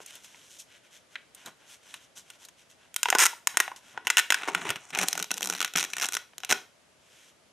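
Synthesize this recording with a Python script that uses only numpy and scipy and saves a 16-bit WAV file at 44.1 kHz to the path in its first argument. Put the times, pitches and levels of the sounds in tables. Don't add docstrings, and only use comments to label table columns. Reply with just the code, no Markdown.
import sys
import numpy as np
from scipy import signal
from scipy.fft import rfft, irfft, next_fast_len
from scipy.io import wavfile
from scipy.ndimage import uniform_filter1d, minimum_filter1d

SR = 44100
rng = np.random.default_rng(int(sys.argv[2]) if len(sys.argv) > 2 else 0)


def waveform_to_disk(signal):
    frames = np.transpose(np.atleast_2d(signal))
    scaled = np.clip(frames, -1, 1) * 32767
    samples = np.round(scaled).astype(np.int16)
    wavfile.write(sys.argv[1], SR, samples)


N = 331632
TIME = np.arange(N) / SR
LEFT_RIGHT = np.array([[1], [-1]])

# start_s, level_db, thud_db (low, relative to level), crack_db (treble, relative to level),
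# pitch_hz (note of the freed foil)
SNAPS = [(2.9425, -46, -14.5, 7, 3230), (2.9627, -29, -18.5, 6.5, 3160), (3.0313, -22, -18.5, 2.5, 1550),
         (3.0566, -22, -2, -22.5, 960), (3.0861, -25.5, -3.5, -11, 2060), (3.1023, -21.5, -22, 5, 1480),
         (3.1267, -19.5, 0, -21, 760), (3.1508, -19.5, 1, -6.5, 1020), (3.1855, -23.5, -17, 4, 1930),
         (3.3312, -49.5, 12.5, -20, 950), (3.4722, -21.5, -10.5, 4, 1750), (3.5714, -18, -8.5, 1, 1860),
         (3.6017, -15.5, -10, -2.5, 1870), (3.6789, -32.5, -1, -31, 815), (3.7164, -44, 9, -23, 1080),
         (3.9759, -33.5, 2, -35, 985), (4.0703, -19.5, -12, -8.5, 2780), (4.0783, -32, -10, -4, 2970),
         (4.1018, -16, -18.5, -5, 2050), (4.1703, -12.5, -19.5, -7, 2740), (4.304, -15.5, -14.5, -6, 2060),
         (4.3228, -16.5, -15.5, -8.5, 1570), (4.3437, -18.5, -23, -8.5, 1590),
         (4.434, -32.5, -6, -26, 1490), (4.5487, -19, -9.5, -11.5, 1410), (4.5775, -40, 0, -16, 711),
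         (4.6165, -34.5, -11, -20, 1440), (4.652, -40.5, 8.5, -14, 394), (4.6921, -27.5, -21, -9, 2500),
         (4.7041, -24.5, -9.5, -2.5, 1840), (4.7585, -34.5, -9, -7.5, 2680), (4.905, -43.5, -9, -2, 1480),
         (4.9395, -41, -12, -18, 2570), (4.9497, -28, -12, -3, 2620), (4.9565, -28.5, -7, -27, 2470),
         (4.9745, -35, 3, 3, 2090), (4.988, -22, -19, -2.5, 2190), (5.0847, -35.5, -1.5, 16.5, 3800),
         (5.1295, -29.5, -24, 5.5, 3020), (5.1535, -36.5, -4, 0, 744), (5.1773, -31.5, -5, 2.5, 1460),
         (5.1932, -41, -9, 7, 2420), (5.199, -32, -4.5, 1, 1470), (5.215, -49, -4, 4, 2900),
         (5.2264, -32.5, -25, 6, 3770), (5.243, -40.5, -5, 4, 2460), (5.3068, -28.5, -14, -9, 2700),
         (5.3147, -29.5, -6.5, 7, 2630), (5.3412, -42, -8, 10, 1480), (5.4084, -40, 1.5, 6, 1880),
         (5.421, -38, -3, 3, 2570), (5.4291, -29.5, -38, 3.5, 3170), (5.4893, -46, -3, 6, 1480),
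         (5.4996, -30, -5, 7, 1390), (5.508, -40, -3, 3, 1480), (5.6469, -24, -18, -2, 2640),
         (5.7372, -40, -11, 2, 2170), (5.7554, -25, -8, -23, 2630), (5.7598, -28.5, -5, 6, 3300),
         (5.902, -47, -14, 2, 1360), (5.934, -28, -20, -5, 2600), (6.0875, -33, -9.5, 5, 1490),
         (6.1684, -25.5, -14, -4, 1480), (6.3814, -43, -8.5, 6.5, 2930), (6.4035, -50, -10, 1, 1440),
         (6.4344, -33, -8, -12, 1600), (6.4481, -35.5, -15, 3.5, 2600), (6.511, -21.5, -10, 0, 2040),
         (6.5166, -31.5, 4, 3, 1440), (6.5246, -17, -8.5, -3, 1480)]
# start_s, end_s, snap_count, first_level_db, last_level_db, thud_db and crack_db (relative to level)
RIPS = [(3.1908, 3.2417, 19, -24.5, -23.5, -11.5, 0.5), (3.2545, 3.2648, 3, -21, -21, -15, 2.5),
        (4.1812, 4.1964, 4, -19, -20.5, -19, -4.5), (4.476, 4.4852, 2, -38, -32, 7, -9.5),
        (5.014, 5.037, 4, -31, -34, -2.5, 1.5), (5.3694, 5.38, 3, -48, -39, -9, 5.5),
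        (5.4416, 5.473, 4, -44.5, -40.5, 1, 12), (5.5255, 5.5503, 3, -35, -35, -6, -0.5),
        (5.558, 5.593, 5, -41.5, -42, -24, -0.5), (5.6045, 5.6274, 3, -26.5, -27, -12.5, -2.5),
        (5.659, 5.678, 2, -38, -39.5, -19, -2), (5.7714, 5.811, 8, -25.5, -32.5, -15, 0),
        (5.8284, 5.8484, 3, -29, -34.5, -10.5, 0.5), (5.9676, 6.013, 4, -31, -31, -12, -1),
        (6.02, 6.0462, 6, -30, -30, -13.5, 0.5), (6.0566, 6.0647, 2, -40, -42, -25, 10.5),
        (6.123, 6.1509, 4, -38.5, -32.5, -11, 6), (6.4924, 6.503, 3, -36, -27.5, -8, -1)]
# start_s, level_db, thud_db, crack_db, pitch_hz (as in SNAPS)
FINGER_TAPS = [(0.003, -49, 4, -13, 694), (0.0617, -55.5, -15, 15, 2500), (0.1066, -49, -16, -2, 3000),
               (0.154, -56.5, -8, 12.5, 3030), (0.2453, -51, -21, 1, 2700), (0.3456, -48.5, -10, -17, 2300),
               (1.1555, -30, -28, -42, 2010), (1.3483, -74, -8, 31, 2840), (1.4609, -45.5, -13, 5, 3730),
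               (1.9408, -37, -13, -4, 2850), (2.3017, -43.5, -20, -1.5, 2770),
               (2.4508, -59.5, -15, 15.5, 3920), (2.4864, -50.5, -15, 1.5, 3220),
               (6.334, -56, -1, -26, 2020)]
# pitch_hz, width_hz (at least a twentieth of the pitch is used), sealed_db, open_db
CUP_MODES = [(388, 230, -4.5, -5.5), (760, 140, -18, -4.5), (986, 237, -3.5, -9), (1480, 79, -1, 1),
             (1850, 560, -2.5, -2.5), (2560, 1000, -4.5, 2), (3305, 87, -16, -9), (3860, 180, -12.5, -6.5),
             (5340, 470, -8.5, -11.5), (5850, 740, -9, 3.5), (6700, 1000, 3, -6), (7890, 340, -5.5, -19.5),
             (8590, 260, -1, -11.5), (12600, 1300, -14, -22)]
# time_s, open_share (0 to 1)
LID_OPENING = [(3.2, 0), (4.3, 0.2), (5.1, 1)]
# start_s, end_s, flap_db (flexing), crinkle_db (foil), glue_db (fine crackle)
TUGS = [(3.184, 3.262, -62, -41, -28), (4.345, 4.47, -65, -44.5, -50.5), (4.475, 4.495, -43, -37, -38.5),
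        (4.5, 4.64, -48.5, -48, -51), (4.64, 4.712, -46, -40.5, -45), (4.754, 4.768, -52, -48, -52),
        (4.78, 4.92, -75, -62, -57), (4.92, 4.98, -49, -44, -54), (4.98, 5.042, -40, -37, -34.5),
        (5.05, 5.13, -62, -51.5, -44.5), (5.13, 5.225, -47, -51.5, -51), (5.303, 5.32, -47.5, -55, -58),
        (5.33, 5.41, -55, -67, -65.5), (5.41, 5.555, -50.5, -58, -49.5), (5.555, 5.66, -54.5, -62, -68),
        (5.752, 5.775, -42, -40, -44), (5.775, 5.84, -64, -52, -40), (5.85, 6.015, -67, -58.5, -54),
        (6.016, 6.055, -61, -41.5, -45), (6.13, 6.172, -63, -78, -62.5), (6.495, 6.533, -48.5, -59, -36)]
# time_s, pitch_hz
FLAP_NOTE = [(4.5, 188), (4.64, 163), (4.72, 117), (5.0, 183), (5.18, 177), (5.32, 204), (5.6, 190.6),
             (5.8, 180.6), (6.5, 101)]
# multiple (of its lowest note), width_hz, level_db (relative)
FLAP_MODES = [(1, 27, 0), (1.55, 60.2, -0.5), (2.3, 55, 0.5), (4.4, 152, 1)]
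# start_s, end_s, pressing_db (low), rubbing_db (middle), hiss_db (treble)
STROKES = [(0, 0.028, -61, -60, -54.5), (0.038, 0.466, -73, -64, -60.5), (0.447, 0.57, -80, -64.5, -55),
           (0.04, 0.109, -75, -55.5, -54.5), (0.106, 0.17, -62, -58.5, -53.5), (0.23, 0.254, -71, -62, -51),
           (0.582, 0.604, -87, -63, -45), (0.66, 0.774, -81, -59.5, -65.5),
           (0.826, 0.87, -78, -61.5, -67.5), (0.897, 0.973, -84, -59.5, -57), (1.09, 1.155, -71, -65, -65),
           (1.334, 1.438, -65, -59, -62), (1.444, 1.481, -47.5, -56, -52), (1.56, 1.663, -68, -66, -70),
           (1.652, 1.746, -66, -59, -53.5), (1.8, 1.967, -67.5, -59, -57.5), (1.975, 2.05, -77, -63.5, -62),
           (2.152, 2.19, -61, -62, -47.5), (2.23, 2.357, -69, -65.5, -63), (2.38, 2.45, -67, -62, -56.5),
           (2.56, 2.62, -80, -64.5, -64), (2.689, 2.713, -77, -64.5, -57.5), (2.757, 2.868, -69, -66, -75),
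           (3.543, 3.536, -44, -42, -60), (3.761, 3.755, -55, -51, -42.5), (3.79, 3.93, -65, -61.5, -61),
           (3.928, 3.98, -53.5, -62.5, -72), (4.048, 4.05, -50, -54, -52), (6.97, 7.297, -83, -64, -63)]
# pitch_hz, level_db (relative)
GLOVE_COLOUR = [(59, -44.5), (100, -13), (492, -18), (1000, -9.5), (1240, -12.5), (1460, 2.5), (1770, 1),
                (3110, 5), (4640, -10), (5960, 0), (12700, -13), (13500, -27), (15000, -78.5)]
# pitch_hz, level_db (relative)
ROOM_COLOUR = [(100, -3.5), (400, 4.5), (1000, 0), (2500, 0), (4500, 2), (7000, -6), (14000, -3.5)]
# pitch_hz, level_db (relative)
AIR_COLOUR = [(15, -43.5), (25, -23), (81, -4), (135, -2), (462, -3), (621, 1), (769, -5), (1000, -6),
              (3090, -9), (4150, -12.5), (6540, -13), (10600, -18), (11800, -19), (12800, -53.5),
              (15000, -62.5)]

THUD_HZ, CRACK_HZ = 1100, 4000
BLOW_S = .004
RING_SIZE = 2048
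RIP_JITTER = .45
RIP_SCATTER_DB = 1.5
RIP_NOTE_HZ, RIP_NOTE_OCTAVES = 1317, 0.9
TUG_ATTACK, TUG_RELEASE_S = .2, 0.0056
FLAP_KICKS_PER_S, FLAP_SPREAD_DB = 220, 3
STROKE_ATTACK, STROKE_RELEASE_S = 0.56, .016
AIR_DB = -64
TOP_HZ = 14400


def seal():
    return blows(list(SNAPS) + rips(), chatter=1.0, taut_s=0.0027, slack_s=0.0023, buckle_s=0.0013,
                 radiate_hz=595, note_db=2.5, buckle_note_db=1.5, note_width_hz=110, scatter_db=3.5)


def rips():
    rows = []
    for start, end, snaps, first_db, last_db, thud_db, crack_db in RIPS:
        count = max(round(snaps), 2)
        stray, strength, pitch = rng.uniform(-1, 1, (count, 3)).T
        along = np.linspace(0, 1, count)
        along[1:-1] += RIP_JITTER * stray[1:-1] / (count - 1)
        level_db = first_db + along * (last_db - first_db) + RIP_SCATTER_DB * strength
        note_hz = RIP_NOTE_HZ * 2 ** (RIP_NOTE_OCTAVES * (pitch + 1) / 2)
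        for place, db, hz in zip(along, level_db, note_hz):
            rows.append((start + place * (end - start), db, thud_db, crack_db, hz))
    return rows


def blows(table, chatter, taut_s, slack_s, buckle_s, radiate_hz, note_db, buckle_note_db, note_width_hz,
          scatter_db):
    s, level_db, thud_db, crack_db, note_hz = np.transpose(table)[:, :, None]
    t = np.arange(RING_SIZE) / SR
    f = np.fft.rfftfreq(RING_SIZE, 1 / SR)
    opening = np.interp(s, *np.transpose(LID_OPENING))
    buckling = np.clip(-(crack_db - 4.0) / 10, 0, 1)
    chatter_s = taut_s + opening * (slack_s - taut_s) + buckle_s * buckling
    noise = rng.standard_normal((len(s), 2, RING_SIZE)).swapaxes(0, 1)
    waves = unit(noise * np.exp(-t / chatter_s))
    push = chatter * np.sqrt(chatter_s / taut_s / RING_SIZE) * waves
    push[0] += t == 0
    body = cup(f, opening, scatter_db * rng.standard_normal((len(s), len(CUP_MODES))))
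    body = body + undb(note_db + buckle_note_db * buckling) * resonance(f, note_hz, note_width_hz)
    bass_edge_hz = radiate_hz * (1 - 0.73 * opening)
    body = body * (1j * f / (1j * f + bass_edge_hz)) ** 2
    parts = zip(registers(irfft(rfft(push) * body)), (thud_db, 0, crack_db))
    rings = sum(unit(part) * undb(level_db + db) for part, db in parts)
    rings = rings * np.sqrt(BLOW_S * SR / RING_SIZE)
    rings = rings * np.clip(2 * (1 - t / t[-1]), 0, 1) ** 2
    out = np.zeros((2, N + RING_SIZE))
    for start, ring in zip((s[:, 0] * SR).astype(int), rings.swapaxes(0, 1)):
        out[:, start:start + RING_SIZE] += ring
    return out[:, :N]


def cup(f, opening, scatter_db=0):
    hz, width, sealed_db, open_db = np.transpose(CUP_MODES)
    width = np.maximum(width, hz / 20)
    gain = undb(sealed_db + opening * (open_db - sealed_db) + scatter_db)
    return gain @ resonance(f, hz[:, None], width[:, None])


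def resonance(f, hz, width_hz):
    return 1j * f * width_hz / (hz ** 2 - f ** 2 + 1j * f * width_hz)


def peeling():
    flex, crinkle, glue = gestures(TUGS, TUG_ATTACK, TUG_RELEASE_S)
    size = next_fast_len(N)
    body = cup(np.fft.rfftfreq(size, 1 / SR), 0.95)
    kicks = [grains(1300, 5.0), grains(1300, 3.9)]
    threads = irfft(rfft(kicks, size) * body, size)[:, :N]
    creak = unit(band(threads, "band", [600, 3400], order=2)) * crinkle
    crackle = unit(band(threads, "band", [4600, 9500], order=2)) * glue
    return creak + crackle + crinkles(20 * np.log10(crinkle)) + flap() * flex


def crinkles(crinkle_db):
    when, pitch, size, weight = rng.random(size=(240, 4)).T
    first_s, last_s = 4.36, 6.2
    s = first_s + (last_s - first_s) * (np.arange(len(when)) + when) / len(when)
    level_db = np.interp(s, TIME, crinkle_db) - 4.5 + 11 * size
    thud_db, crack_db = -8 + 8 * weight, np.full(len(s), -18)
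    note_hz = 700 * 3.8 ** pitch
    table = np.column_stack([s, level_db, thud_db, crack_db, note_hz])
    return blows(table, chatter=3.7, taut_s=0.0062, slack_s=0.0025, buckle_s=0.0051, radiate_hz=350,
                 note_db=0.5, buckle_note_db=8.5, note_width_hz=170, scatter_db=6)


def flap():
    note_hz = np.interp(TIME, *np.transpose(FLAP_NOTE))
    phase = 2 * np.pi * np.cumsum(note_hz) / SR
    out = 0
    for multiple, width_hz, db in FLAP_MODES:
        turn = np.exp(1j * multiple * phase)
        shifted = grains(FLAP_KICKS_PER_S, FLAP_SPREAD_DB) / turn
        mode = (turn * band(shifted, "low", width_hz / 2, order=2)).real
        out = out + undb(db) * unit(mode)
    return unit(out)


def fingers():
    return blows(FINGER_TAPS, chatter=1.8, taut_s=0.0041, slack_s=0.0018, buckle_s=0.0004, radiate_hz=110,
                 note_db=2.5, buckle_note_db=6, note_width_hz=650, scatter_db=3.5)


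def gloves():
    slips = np.array([grains(4000, 2.6), grains(5000, 4.3)])
    slips = band(colour(slips, GLOVE_COLOUR), "high", 110, order=2)
    gains = gestures(STROKES, STROKE_ATTACK, STROKE_RELEASE_S)
    return sum(unit(part) * gain for part, gain in zip(registers(slips), gains))


def gestures(table, attack, release_s):
    power = 0
    for start, end, *levels_db in table:
        rise = np.clip((TIME - start) / max(attack * (end - start), 1 / SR), 0, 1)
        fall = np.exp(-np.clip((TIME - end) / release_s, 0, 20))
        power = power + np.outer(undb(levels_db) ** 2, (rise * fall) ** 2)
    return np.sqrt(power)


def grains(per_s, spread_db):
    happens = rng.random(N) < per_s / SR
    strength_db = spread_db * np.minimum(rng.exponential(size=N), 4)
    return happens * rng.choice([-1, 1], N) * undb(strength_db)


def room(x, wet_db, t60_s, treble_t60_s, build_s):
    t = np.arange(SR // 2) / SR
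    mid, side = rng.standard_normal((2, 2, 1, len(t)))
    noise = mid + 0.24 * LEFT_RIGHT * side
    low = band(noise, "low", 5000) * undb(-60 * t / t60_s)
    high = band(noise, "high", 5400) * undb(-60 * t / treble_t60_s)
    tail = (low + high) * (1 - np.exp(-(t / build_s) ** 2))
    tail = colour(unit(tail) / np.sqrt(2 * len(t)), ROOM_COLOUR)
    return undb(wet_db) * signal.fftconvolve(x[:, None], tail, axes=2).sum(axis=0)[:, :N]


def air():
    mid, side = unit(colour(rng.standard_normal((2, N)), AIR_COLOUR))
    return undb(AIR_DB) * (mid + 0.68 * LEFT_RIGHT * side)


def undb(db):
    return 10 ** (np.asarray(db) / 20)


def unit(x):
    return x / np.sqrt(np.mean(x ** 2, axis=-1, keepdims=True) + 1e-20)


def colour(x, points):
    hz, db = np.transpose(points)
    size = next_fast_len(x.shape[-1])
    f = np.fft.rfftfreq(size, 1 / SR)
    gain = undb(np.interp(np.log(f + 1), np.log(hz), db))
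    return irfft(rfft(x, size) * gain, size)[..., :x.shape[-1]]


def band(x, kind, hz, order=3):
    return signal.sosfilt(signal.butter(order, hz, kind, fs=SR, output="sos"), x)


def registers(x):
    low = band(x, "low", THUD_HZ, order=5)
    middle = band(x, "band", [THUD_HZ, CRACK_HZ])
    treble = band(x, "high", CRACK_HZ, order=5)
    return low, middle, treble


def scene():
    near = seal() + fingers() + peeling() + gloves()
    forward, sideways = near
    side = undb(-12) * band(sideways, "high", 4900, order=1) + undb(-28.5) * sideways
    direct = forward + LEFT_RIGHT * side
    return direct + room(near, wet_db=-13.5, t60_s=0.29, treble_t60_s=0.31, build_s=0.013) + air()


def record(dry):
    tilted = dry + .12 * LEFT_RIGHT * band(dry, "low", 1000, order=1)
    ceiling = .76
    gain = ceiling / np.maximum(np.abs(tilted).max(axis=0), ceiling)
    limited = tilted * uniform_filter1d(minimum_filter1d(gain, size=41), size=41)
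    return signal.sosfilt(signal.ellip(8, .2, 70, TOP_HZ, fs=SR, output="sos"), limited)


dry = scene()
out = record(dry)
waveform_to_disk(out)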